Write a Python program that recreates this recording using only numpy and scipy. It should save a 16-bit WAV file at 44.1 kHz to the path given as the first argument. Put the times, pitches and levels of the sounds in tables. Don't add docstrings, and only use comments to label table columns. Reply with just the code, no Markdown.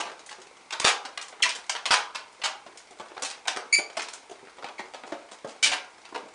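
import sys
import numpy as np
from scipy import signal
from scipy.fft import rfft, irfft
from scipy.io import wavfile
from scipy.ndimage import uniform_filter1d

SR = 44100
rng = np.random.default_rng(int(sys.argv[2]) if len(sys.argv) > 2 else 0)


def to_wav(s):
    ch = np.atleast_2d(s).T
    pcm = np.round(np.clip(ch, -1, 1) * 32767)
    wavfile.write(sys.argv[1], SR, pcm.astype(np.int16))


N = 279594

# (bass, treble re 2.4 kHz)
STROKES = [(0.001, 0.011, -26.5, -2, -8.5), (0.031, 0.071, -43, 2.5, -13), (0.312, 0.016, -40.5, -13, -7.5),
           (0.707, 0.0091, -35, -20, -11), (0.724, 0.018, -30, -12, -11), (0.799, 0.0028, -20.5, -11, 0.5),
           (0.815, 0.018, -33, -7, -41), (0.844, 0.053, -19, -13, -7), (1.051, 0.013, -34.5, -5, -9.5),
           (1.175, 0.0032, -26, -20.5, -18.5), (1.213, 0.014, -36.5, -21, -2.5),
           (1.444, 0.023, -28, -11, -12), (1.492, 0.018, -29.5, -34, -5.5), (1.551, 0.015, -36.5, -11, -1),
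           (1.695, 0.0052, -20.5, -19, -5), (1.751, 0.015, -31, -14, -16), (1.856, 0.0084, -22.5, -28, -10),
           (1.871, 0.017, -39.5, -3, -19), (1.907, 0.039, -18, -15, -10), (2.148, 0.012, -29.5, -15, -10),
           (2.417, 0.0076, -35, -25, -19), (2.437, 0.027, -25, -15.5, -10), (2.998, 0.018, -37, 13, -10),
           (3.102, 0.024, -47.5, 13, -16), (3.167, 0.013, -35.5, 9.5, -17), (3.222, 0.012, -28, -1.5, 1.5),
           (3.248, 0.023, -33, -25, -1), (3.301, 0.014, -36.5, -21, -3.5), (3.455, 0.0099, -38, -9, -53),
           (3.474, .016, -23.5, -10.5, -5), (3.563, 0.0098, -27.5, 1.5, -7), (3.784, 0.0152, -31, 6, -9),
           (3.969, 0.0132, -27.5, 0.5, -4.5), (3.995, .014, -31.5, -17, -15), (4.019, 0.01, -33.5, -13, -4),
           (4.296, .027, -42.5, 15.5, -3), (4.472, 0.015, -47.5, 1, -21), (4.625, 0.0095, -38, 3, -19),
           (4.643, 0.013, -34.5, -2, -19), (4.665, 0.035, -44.5, -4, -15), (4.793, 0.015, -35.5, 15.5, -11),
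           (4.937, 0.02, -39, 0, -11.5), (5.066, 0.038, -47, 11, 0), (5.315, 0.015, -42, 3, 0),
           (5.474, 0.038, -49, -21, -2), (5.627, 0.055, -26, -38.5, -4.5), (5.717, 0.0244, -25, -16, -12.5),
           (6.125, 0.0057, -38.5, 22, -27), (6.146, 0.019, -30.5, 6.5, -15), (6.225, 0.046, -49, 17, -21)]


def creaks(mid_rate_hz=290, mid_db=-32, db_per_doubling=20.5):
    for start_s, length_s, db, hollow_db, edge_db in STROKES:
        rate_hz = mid_rate_hz * 2 ** ((db - mid_db) / db_per_doubling)
        creak = gripped_skin(stick_slip(length_s, rate_hz), hollow_db, edge_db)
        yield start_s, undb(db) * np.sqrt(length_s * SR) * creak


def stick_slip(length_s, rate_hz, jitter=0.35, scatter_db=4, bite_db=2, ease_db=-1, scuff_gain=0.69):
    gap_draw, size_draw = rng.standard_normal((64, 2)).T
    gaps_s = np.exp(jitter * gap_draw) / rate_hz
    times_s = np.cumsum(gaps_s) - gaps_s[0]
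    sizes = undb(scatter_db * size_draw + ease_db * times_s / length_s)
    sizes[0] = undb(bite_db)
    inside = times_s < length_s
    slips = np.zeros(int(length_s * SR) + 512)
    np.add.at(slips, (times_s[inside] * SR).astype(int), sizes[inside])
    slide_s = 0.41 / rate_hz
    sliding = signal.lfilter([1], [1, -np.exp(-1 / (slide_s * SR))], slips)
    scuff = sliding * rng.standard_normal(SR // 2)[:len(slips)]
    return unit(slips) + scuff_gain * unit(scuff)


def gripped_skin(push, hollow_db, edge_db, ring_spread_oct=0.15):
    ring_hz = 853 * 2 ** (ring_spread_oct * rng.standard_normal() - hollow_db / 117)
    body_db = 5 + 0.56 * hollow_db
    return skin(push, hollow_db, body_db, edge_db, ring_hz)


def skin(push, hollow_db, body_db, edge_db, ring_hz, ring_db=-5, ring_q=2.95):
    colour = [(60, hollow_db - 30), (150, hollow_db - 12), (260, hollow_db - 4), (400, hollow_db + 2.5),
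              (700, body_db), (1400, body_db / 2), (2400, 0),
              (4200, edge_db / 3), (7000, edge_db), (10000, edge_db - 7), (13000, edge_db - 69)]
    shaken = signal.fftconvolve(push, impulse_response(colour))
    ring = signal.lfilter(*signal.iirpeak(ring_hz, ring_q, fs=SR), shaken)
    return unit(shaken + undb(ring_db) * ring)


# t/s, length/s, first f/Hz, settled f/Hz, level/dB, wobble/fraction of f,
# overtone slope/(dB/oct), low cut/Hz
SQUEAL_NOTES = [(0.288, 0.0063, 1890, 1610, -36, 0.23, -26, 1100),
                (1.421, 0.024, 3625, 2062, -15, .13, -6, 1600),
                (3.724, 0.035, 2270, 2323, -13.5, 0.03, -3, 1510),
                (3.761, 0.03, 2415, 2330, -24.5, 0.01, -1.5, 1470),
                (4.779, 0.034, 2214, 2056, -37.5, 0.11, -11, 1200),
                (5.625, 0.029, 773.5, 751, -17.5, 0.06, -4, 2030),
                (5.659, 0.022, 577.5, 568, -21, 0.06, -6, 2180),
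                (5.653, 0.08, 315, 282, -40.5, 0.12, -4, 200)]


def squeals(settle_s=0.008, attack_s=0.0042, hold_share=0.67, end_db=-9, wobble_s=0.0014):
    orders = np.arange(2, 34)[:, None] / 2
    for start_s, length_s, first_hz, settled_hz, db, wobble, slope_db, low_hz in SQUEAL_NOTES:
        t = np.arange(int(length_s * SR)) / SR
        onset = np.exp(-(t / settle_s) ** 2)
        hz = settled_hz + (first_hz - settled_hz) * onset
        attack = np.clip(t / attack_s, 0, 1) ** 2
        release = undb(np.interp(t / length_s, [hold_share, 1], [0, end_db]))
        unsteady = wobble * (1 - 0.47 * onset)
        tremble = uniform_filter1d(rng.standard_normal((2, SR // 2)), int(wobble_s * SR))
        pitch_tremble, level_tremble = (tremble / tremble.std())[:, :len(t)] * unsteady
        phase = 2 * np.pi * np.cumsum(hz * (1 + pitch_tremble)) / SR
        half_gain = np.minimum((5 * unsteady) ** 2, 1)
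        partials = undb(slope_db * np.log2(orders)) * np.where(orders % 1, half_gain, 1)
        partials *= patch_gain(orders * hz, low_hz)
        rms = np.sqrt(np.sum(partials ** 2, axis=0) / 2)
        tone = np.sum(partials * np.sin(orders * phase), axis=0) / rms
        yield start_s, tone * attack * release * undb(db + 16 * level_tremble)


def patch_gain(hz, low_hz, peak_hz=2300, half_width_hz=150, peak_db=1.5, top_hz=8600):
    resonance = undb(peak_db / (1 + ((hz - peak_hz) / half_width_hz) ** 2))
    low_cut = 1 / np.sqrt(1 + (low_hz / hz) ** 8)
    high_cut = (hz < SR / 3) / np.sqrt(1 + (hz / top_hz) ** 10)
    return resonance * low_cut * high_cut


# t/s, peak level/dB
SNAPS = [(0.8033, -15.5), (0.8478, -3), (1.445, -40), (1.9073, -11.5), (2.441, -22), (3.223, -25),
         (3.729, -27), (5.63, -21.5), (5.719, -25)]


def snaps(crack_s=0.000061, rebound_s=0.00054):
    t = np.arange(512) / SR
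    dip = t / crack_s * np.exp(1 - t / crack_s)
    rebound = 0.17 * t / rebound_s * np.exp(-t / rebound_s)
    track = np.zeros(N)
    for start_s, db in SNAPS:
        add(track, start_s, undb(db) * (rebound - dip))
    return track


# t/s, level/dB, hollow/dB, edge/dB
FINGER_TAPS = [(0.116, -33, 7.5, -10), (0.193, -38.5, -3, -4), (0.262, -38, -6, 9), (0.294, -36, -10, -3),
               (0.384, -39, 21, -4), (0.417, -39, -4, -1), (1.283, -37, -7, 3), (1.326, -36, -1, -26),
               (1.402, -32.5, 5, -40), (2.664, -35, 12.5, -10), (2.774, -37, -25, 4.5),
               (2.909, -38.5, 21, 2), (3.9, -36, 5, -10), (4.085, -32, -19, 0.5), (4.134, -31, -7, 6),
               (4.428, -40, 30, -27), (4.582, -34.5, 12, -18), (5.036, -31, 10, -18),
               (5.121, -22.5, 12.5, -13.5), (5.446, -25, 23.5, -11), (6.05, -37, -25, -16)]


def taps(contact_s=0.0021, scuff_gain=0.98, scuff_s=0.016):
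    t = np.arange(1024) / SR
    for start_s, db, hollow_db, edge_db in FINGER_TAPS:
        scuff = unit(rng.standard_normal(len(t)) * np.exp(-t / scuff_s))
        push = signal.unit_impulse(len(t)) + scuff_gain * scuff
        yield start_s, undb(db) * np.sqrt(contact_s * SR) * gripped_skin(push, hollow_db, edge_db)


def finger_creep(mean_db=-43, scuff_s=0.0056, count=130):
    fade = np.exp(-np.arange(1024) / SR / scuff_s)
    for slot, (force, softness, tension) in enumerate(rng.uniform(-1.7, 1.7, (count, 3))):
        push = rng.standard_normal(len(fade)) * fade
        scuff = skin(push, hollow_db=3 + 4 * softness, body_db=6 + 4 * softness, edge_db=-6,
                     ring_hz=800 * 2 ** (tension / 2))
        start_s = (slot + rng.random()) * N / SR / count
        yield start_s, undb(mean_db + 2 * force) * np.sqrt(SR / 1000) * scuff


# f/Hz, T60/s
BEDROOM_DECAY = [(150, 0.13), (400, 0.52), (800, 0.37), (1400, 0.47), (2500, 0.28), (4500, 0.28),
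                 (8000, 0.22)]


def bedroom(sounds, direct_db, early_db, tail_db, early_s=0.003, build_s=0.0041, echo_count=40):
    t = np.arange(SR // 2) / SR
    spectrum = rfft(rng.standard_normal(4 * len(t)))
    hz = np.fft.rfftfreq(4 * len(t), 1 / SR)
    bin_octave = np.round(np.log2(np.clip(hz, 150, 10000) / 150))
    octaves = np.unique(bin_octave)
    bands = np.array([irfft(spectrum * (bin_octave == k)) for k in octaves])
    t60_s = interp_log_hz(150 * 2 ** octaves, BEDROOM_DECAY)[:, None]
    fades = undb(-60 * t / t60_s) * (1 - np.exp(-t / build_s))
    track = np.zeros(N)
    for start_s, sound in sounds:
        offset = rng.integers(bands.shape[1] - len(t))
        tail = np.sum(bands[:, offset:offset + len(t)] * fades, axis=0)
        early = np.zeros(SR // 30)
        early[rng.integers(SR // 2000, len(early), echo_count)] = rng.choice([-1, 1], echo_count)
        early *= np.exp(-t[:len(early)] / early_s)
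        add(track, start_s, undb(direct_db) * sound)
        for db, echoes in (early_db, early), (tail_db, tail):
            reflected = unit(signal.fftconvolve(sound, echoes))
            add(track, start_s, undb(db) * np.linalg.norm(sound) * reflected)
    return track


# f/Hz, relative density/dB
NOISE_FLOOR = [(18, -39), (30, -12.5), (139, -12.5), (468, 0.5), (582, -7.5), (838, 2.5), (1740, -8.5),
               (2160, 0.5), (2830, -9), (4380, -9.5), (10000, -16), (13000, -40.5), (22000, -120)]


def hiss(rms_db=-55):
    colour = undb(interp_log_hz(np.fft.rfftfreq(N, 1 / SR), NOISE_FLOOR))
    noise = irfft(rfft(rng.standard_normal(N)) * colour, N)
    return undb(rms_db) * np.sqrt(N) * unit(noise)


def undb(db):
    return 10 ** (np.asarray(db) / 20)


def unit(x):
    return x / np.sqrt(np.sum(x ** 2) + 1e-18)


def add(track, start_s, sound):
    i = max(int(start_s * SR), 0)
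    track[i:i + len(sound)] += sound[:len(track) - i]


def interp_log_hz(hz, points):
    point_hz, values = np.transpose(points)
    return np.interp(np.log(hz + 1), np.log(point_hz), values)


def impulse_response(points, size=1024):
    gain = undb(interp_log_hz(np.fft.rfftfreq(size, 1 / SR), points))
    cepstrum = irfft(np.log(gain))
    cepstrum[1:size // 2] *= 2
    cepstrum[size // 2 + 1:] = 0
    return irfft(np.exp(rfft(cepstrum)))


def scene():
    rubber = bedroom([*creaks(), *taps(), *finger_creep()], direct_db=-8, early_db=-1, tail_db=-2)
    squealing = bedroom(squeals(), direct_db=-3, early_db=-10, tail_db=-5.5, early_s=0.0036)
    return (rubber + squealing + snaps() + hiss())[None]


def record(dry):
    return signal.sosfilt(signal.ellip(12, 0.2, 75, 10050, fs=SR, output="sos"), dry)


dry = scene()
out = record(dry)
to_wav(out)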